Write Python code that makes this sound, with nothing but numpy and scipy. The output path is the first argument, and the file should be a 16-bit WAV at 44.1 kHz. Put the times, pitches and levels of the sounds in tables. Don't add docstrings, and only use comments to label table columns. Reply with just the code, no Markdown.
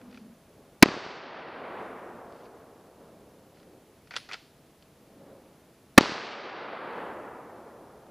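import sys
import numpy as np
from scipy import signal
from scipy.fft import rfft, irfft, next_fast_len
from scipy.io import wavfile
from scipy.ndimage import uniform_filter1d

SR = 44100
rng = np.random.default_rng(int(sys.argv[2]) if len(sys.argv) > 2 else 0)


def decibels_to_gain(level_db):
    exponent = np.asarray(level_db, float) / 20
    return 10 ** exponent


def put_to_file(sound):
    columns = np.atleast_2d(sound).T
    safe = np.clip(columns, -1, 1)
    whole_steps = np.round(safe * 32767)
    wavfile.write(sys.argv[1], SR, whole_steps.astype(np.int16))


N = 357542
T = np.arange(N) / SR
SIZE = next_fast_len(N, real=True)
HZ = np.fft.rfftfreq(SIZE, 1 / SR)
BASS_CUT_HZ, TOP_HZ = 160, 15300

# t/s, crackle level/dB, depth of gain duck/dB, gain recovery/(dB/s)
SHOTS = [
    (0.8263, 27.5, 33.5, 34),
    (5.9788, 20.5, 33, 32.5),
]


def on_log(hz, table):
    f, v = np.transpose(table)
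    return np.interp(np.log(np.maximum(hz, 1)), np.log(f), v)


def band(x, hz, width):
    return signal.lfilter(*signal.iirpeak(hz, hz / width, fs=SR), x)


def low_pass(x, hz):
    return signal.lfilter(*signal.butter(2, hz, fs=SR), x)


def unit(x):
    return x / np.sqrt(np.mean(x ** 2))


def add(out, s, x):
    i = int(s * SR)
    out[i:i + len(x)] += x[:N - i]


def walk(rate):
    k = int(SR / rate)
    steps = np.repeat(rng.standard_normal(N // k + 1), k)
    return 1.3 * uniform_filter1d(uniform_filter1d(steps, k), k)[:N]


def age(s):
    return np.min([(s - shot[0]) % 100 for shot in SHOTS], axis=0)


def duck_db():
    gain = np.zeros(N)
    for s, _, depth_db, rate_db in SHOTS:
        since = T - s - .003
        attack = np.clip(since / 0.0078, 0, 1)
        gain -= attack * np.maximum(depth_db - rate_db * since, 0)
    return gain


def hiss():
    # f/Hz, level/dB
    colour = [(15, -35.5), (25, -8), (170, 1), (500, -6), (1690, -16.5), (9520, -27), (14700, -26.5),
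              (15900, -47)]
    # f/Hz, level/dB
    whines = [(10519, -80.5), (660, -75.0)]
    level_db, side_db = -67.5, -75.5
    mid, side = rfft(rng.standard_normal((2, N)), SIZE) * (HZ < TOP_HZ)
    mid *= decibels_to_gain(on_log(HZ, colour)) * np.hypot(1, BASS_CUT_HZ / np.maximum(HZ, 20))
    scale = decibels_to_gain(level_db) / np.std(irfft(mid * (HZ > 1500), SIZE))
    common = scale * irfft(mid, SIZE)[:N]
    opposed = decibels_to_gain(side_db) * unit(irfft(side, SIZE)[:N]) * np.array([[1], [-1]])
    drift = np.cumsum(walk(60)) / SR
    whine = sum(decibels_to_gain(db + 4.0) * np.sin(2 * np.pi * hz * T + 16.0 * drift) for hz, db in whines)
    return common + opposed + whine


def boom():
    # t/s, level/dB, hold/s, f/Hz, pitch sag/(Hz/s)
    booms = [
        (.005, -50, 0.31, 248.4, 120),
        (3.72, -67, .25, 426, 77),
        (5.2, -61, .04, 540, 5),
        (5.285, -53, 0.052, 546, 5),
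    ]
    attack_s, release_db_per_s = 0.01, 200
    out = np.zeros(N)
    for (s, db, hold, hz, sag), chance in zip(booms, rng.standard_normal((len(booms), 2, N))):
        throb = unit(low_pass(chance, 26))
        since = np.maximum(T - s, 0)
        phase = 2 * np.pi * (hz - sag * np.minimum(since, 1) / 2) * since
        fall_db = release_db_per_s * np.maximum(since - attack_s - hold, 0)
        level = np.clip(since / attack_s, 0, 1) * decibels_to_gain(db - fall_db)
        out += level * (throb[0] * np.cos(phase) + throb[1] * np.sin(phase))
    return out


def bolt():
    # t/s, peak level/dB, treble minus peak/dB, rattle length/ms
    strikes = [(4.072, -48.5, -8, 5.7), (4.108, -34, -11, 12.5), (4.133, -42, -10, 5.4),
               (4.138, -31, -15, 9.9), (4.156, -36, -6, 12), (4.164, -18, -4.5, 3.4),
               (4.171, -30.5, 0.5, 3.7), (4.182, -38, -2, 4.4), (4.199, -50, 2, 4.0),
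               (4.289, -34, -11, 8.3), (4.302, -38, -12, 5.9), (4.3125, -29, -15, 4.5),
               (4.321, -27.5, -11, 5.6), (4.332, -27, -3.5, 5), (4.34, -26.5, -9, 5), (4.35, -38, -9, 4.7),
               (4.369, -51, -10, 4.0)]
    # t/s, peak level/dB, treble minus peak/dB, rattle length/ms
    ticks = [(0.014, -44, -13.5, 2.7), (0.127, -48, -24, 4.7), (0.144, -45, -8, 5), (0.155, -48, -6, 3.0),
             (0.173, -42.5, -10.5, 5.1), (2.328, -53, -18, 3.1), (2.359, -55, -18.5, 3.0),
             (2.401, -53.5, -17.5, 2.5), (2.455, -48, -12, 3.0), (3.57, -50, -13.5, 3.1),
             (3.599, -53, -6, 2.97), (3.629, -50, -11, 3.6), (4.824, -57.5, 3, 4.3),
             (0.8175, -50, 2.5, 2.1), (5.969, -55.5, 2.5, 3.0)]
    # f/Hz, width/Hz, level/dB
    steel = [(433, 150, -17), (760, 240, -12.5), (1365, 210, -5), (1990, 410, -6), (2490, 290, -6.5),
             (3320, 600, 0), (4740, 1900, 1), (6340, 3800, -4), (9400, 2200, -15.5)]
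    case_s, case_hz, case_db, case_t60_s = 4.166, 9695, -55.0, .25
    out = np.zeros(N)
    t = np.arange(int(.05 * SR)) / SR
    hits = strikes + ticks
    for (s, db, treble_db, ms), grit in zip(hits, rng.standard_normal((len(hits), 2, len(t)))):
        rattle = grit[0] * decibels_to_gain(2.9 * grit[1]) * np.exp(-t * 1000 / max(ms, .3))
        ring = np.zeros(len(t))
        for k, (f, width, mode_db) in enumerate(steel):
            gain = (-1) ** k * decibels_to_gain(mode_db + (f > 3000) * treble_db)
            ring += gain * band(rattle, f, width) / np.sqrt(width / 300)
        add(out, s, decibels_to_gain(db + 12.0) * low_pass(ring, 14400))
    t = np.arange(int(.5 * SR)) / SR
    power = np.maximum(signal.fftconvolve(out ** 2, decibels_to_gain(-120 * t / 0.56))[:N], 0)
    haze = band(rng.standard_normal(N), 2870, 3600)
    out += decibels_to_gain(-47.0) * np.sqrt(power) * unit(low_pass(low_pass(haze, 6400), 6400))
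    add(out, case_s, decibels_to_gain(case_db - 60 * t / case_t60_s) * np.sin(2 * np.pi * case_hz * t))
    return out


def rumble_power(hz, bass, t):
    # peak t/s, level/dB, swell/s, fade/s, treble loss/(dB/octave)
    rumbles = [
        (.05, -60.5, 0.099, 0.26, 7),
        (.6, -60.5, 0.098, 0.28, 12),
        (3.04, -56.5, 0.036, 0.071, 10),
        (3.3, -61.5, 0.21, 0.32, 15),
        (3.75, -59.5, 0.13, 0.12, 19),
        (4.6, -72, 0.079, .2, 11),
        (5.15, -60, 0.13, .25, 30),
        (5.33, -57, .12, .26, 10),
        (5.8, -70.5, 0.028, 0.14, 19),
    ]
    power = np.zeros(len(t))
    for s, db, swell, fade, loss_db in rumbles:
        shape = np.exp(-np.where(t < s, ((s - t) / swell) ** 2, (t - s) / fade * 2))
        tilt_db = 9.5 * bass - loss_db * max(np.log2(hz / 543), 0)
        power += decibels_to_gain(2 * (db + tilt_db)) * shape
    return power


def echo_power(hz, bass, t):
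    # level 1 s on/dB, brightness/(dB/octave), spreading/(dB/decade of time), air loss at 1 kHz/(dB/s)
    rolls = [
        (-39, 0.25, 41.5, 4.5),
        (-37, 1.0, 42, 4.5),
    ]
    nearest_s, rise_s = .17, .04
    power = np.zeros(len(t))
    for (s, *_), (level_db, bright_db, spread_db, air_db) in zip(SHOTS, rolls):
        since = np.maximum(t - s, 0)
        db = level_db + bright_db * np.log2(hz / 500) - spread_db * np.log10(since + nearest_s)
        db -= air_db * (hz / 1000) ** 1.25 * since ** 1.3
        db += 11.5 * bass * np.exp(-since / 0.2)
        power += decibels_to_gain(2 * db) * np.clip(since / rise_s, 0, 1) ** 2
    return power


def roll():
    # f/Hz, level/dB
    colour = [(40, -23.5), (125, -15), (270, -4.5), (450, 1), (1300, 3), (4000, -1), (5800, -5),
              (14000, -41.5)]
    freqs = np.maximum(HZ, 20)
    octaves = np.log2(freqs)
    fronts = rng.standard_normal(N) * decibels_to_gain(.6 * walk(90))
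    spectrum = rfft(fronts, SIZE) * decibels_to_gain(on_log(freqs, colour)) / np.sqrt(freqs)
    coarse = T[::64]
    patchy = decibels_to_gain(.3 * walk(9)[::64] + 45.5)
    out = np.zeros(N)
    for hz in 40 * 2 ** np.arange(0, 8.6, 1 / 4):
        shape = np.cos(np.pi / 2 * np.clip(4 * (octaves - np.log2(hz)), -1, 1)) ** 2
        bass = 1 / (1 + (hz / 290) ** 4)
        power = rumble_power(hz, bass, coarse) + echo_power(hz, bass, coarse)
        level = np.interp(T, coarse, np.sqrt(power) * patchy)
        out += level * irfft(spectrum * shape, SIZE)[:N]
    return out


def rustle():
    # centre t/s, level/dB, half length/s
    rustles = [
        (.15, -67, 0.047),
        (2.36, -71, .07),
        (2.45, -68, 0.027),
        (3.594, -72, .05),
    ]
    grains = rng.standard_normal(N) * decibels_to_gain(4.4 * walk(250))
    swell = sum(decibels_to_gain(db) * np.exp(-((T - s) / half) ** 2) for s, db, half in rustles)
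    cloth = band(band(grains, 3000, 5000), 3000, 5000)
    return swell * unit(low_pass(cloth, 5500))


def blast(crackle_db):
    t = np.arange(int(.03 * SR)) / SR
    front = decibels_to_gain(23.5) * (1 - t / 0.00012) * np.exp(-t / 0.0005)
    late = np.maximum(t - .0012, 0)
    rebound = -decibels_to_gain(26.0) * np.sin(2 * np.pi * 270 * late) * np.exp(-(late / .006) ** 2)
    gas = unit(low_pass(band(rng.standard_normal(len(t)), 910, 1300), 9100))
    crackle = decibels_to_gain(crackle_db) * gas * np.exp(-(t / 0.0032) ** 2)
    tail = decibels_to_gain(19.5) * low_pass(low_pass(gas, 5000), 3400) * np.exp(-t / 0.014)
    return front + rebound + crackle + tail


def rifle():
    out = np.zeros(N)
    t = np.arange(int(.004 * SR)) / SR
    half = int(.03 * SR)
    fade = np.hanning(2 * half)[half:]
    for s, crackle_db, *_ in SHOTS:
        add(out, s, blast(crackle_db) * fade)
        scrape = unit(low_pass(band(rng.standard_normal(len(t)), 2200, 2000), 3700))
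        knock = np.sin(2 * np.pi * 450 * t) + .4 * scrape
        add(out, s - .0026, decibels_to_gain(-17.5) * knock * np.clip(t / .0006, 0, 1))
    return out


def trunks():
    # t/s, thump level/dB, crack minus thump/dB, thump f/Hz
    echoes = [(0.8588, -18.5, -7, 298), (0.887, -24.5, -3, 241), (0.9087, -36, 3, 400),
              (0.919, -42, 12, 450), (0.9407, -28, -19, 350), (0.966, -28.5, -18, 346),
              (.9745, -34, -2, 350), (1.064, -32, -14, 350), (6.0094, -15.5, -6, 290),
              (6.0387, -31.5, 7, 246), (6.058, -22.5, -9, 995), (6.095, -29.5, -16, 350),
              (6.12, -29, -19, 293), (6.143, -41, -9, 450), (6.18, -27, -6, 1210)]
    out = np.zeros(N)
    t = np.arange(int(.012 * SR)) / SR
    front = (1 - t / .0003) * np.exp(-t / .00025)
    for (s, db, crack_db, hz), bark in zip(echoes, rng.standard_normal((len(echoes), len(t)))):
        turns = hz * np.maximum(t - .0003, 0)
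        thump = -np.sin(2 * np.pi * turns ** .85) * np.exp(-(turns / .82) ** 2)
        crack = front + 0.33 * band(bark, 2000, 2500) * np.exp(-t / 0.002)
        dull_hz = np.clip(250 / age(s) ** .9, 1500, 7000)
        crack = decibels_to_gain(crack_db + 9.5) * low_pass(low_pass(crack, dull_hz), dull_hz)
        add(out, s, decibels_to_gain(db + 4.5) * (low_pass(thump, 3000) + crack))
    return out


def scene():
    wood = trunks() * decibels_to_gain(-duck_db()) + roll() + boom() + bolt() + rustle()
    air = rifle() + wood
    port = decibels_to_gain(-4) * band(air, 4600, 670)
    return air + port + hiss()


def roll_off(x):
    return signal.sosfilt(signal.butter(12, 16050, fs=SR, output="sos"), x)


def record(dry):
    x = np.clip(dry * decibels_to_gain(duck_db()), -1.05, 1.05)
    x = signal.lfilter(*signal.butter(1, BASS_CUT_HZ, "high", fs=SR), x)
    split = uniform_filter1d(x[0] ** 2, size=128) * decibels_to_gain(-36) * rng.standard_normal(N)
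    x = x + split * np.array([[1], [-1]])
    x = signal.sosfilt(signal.ellip(8, .2, 60, TOP_HZ + 200, fs=SR, output="sos"), x)
    return roll_off(np.clip(x, -1, 1))


dry = scene()
out = record(dry)
put_to_file(out)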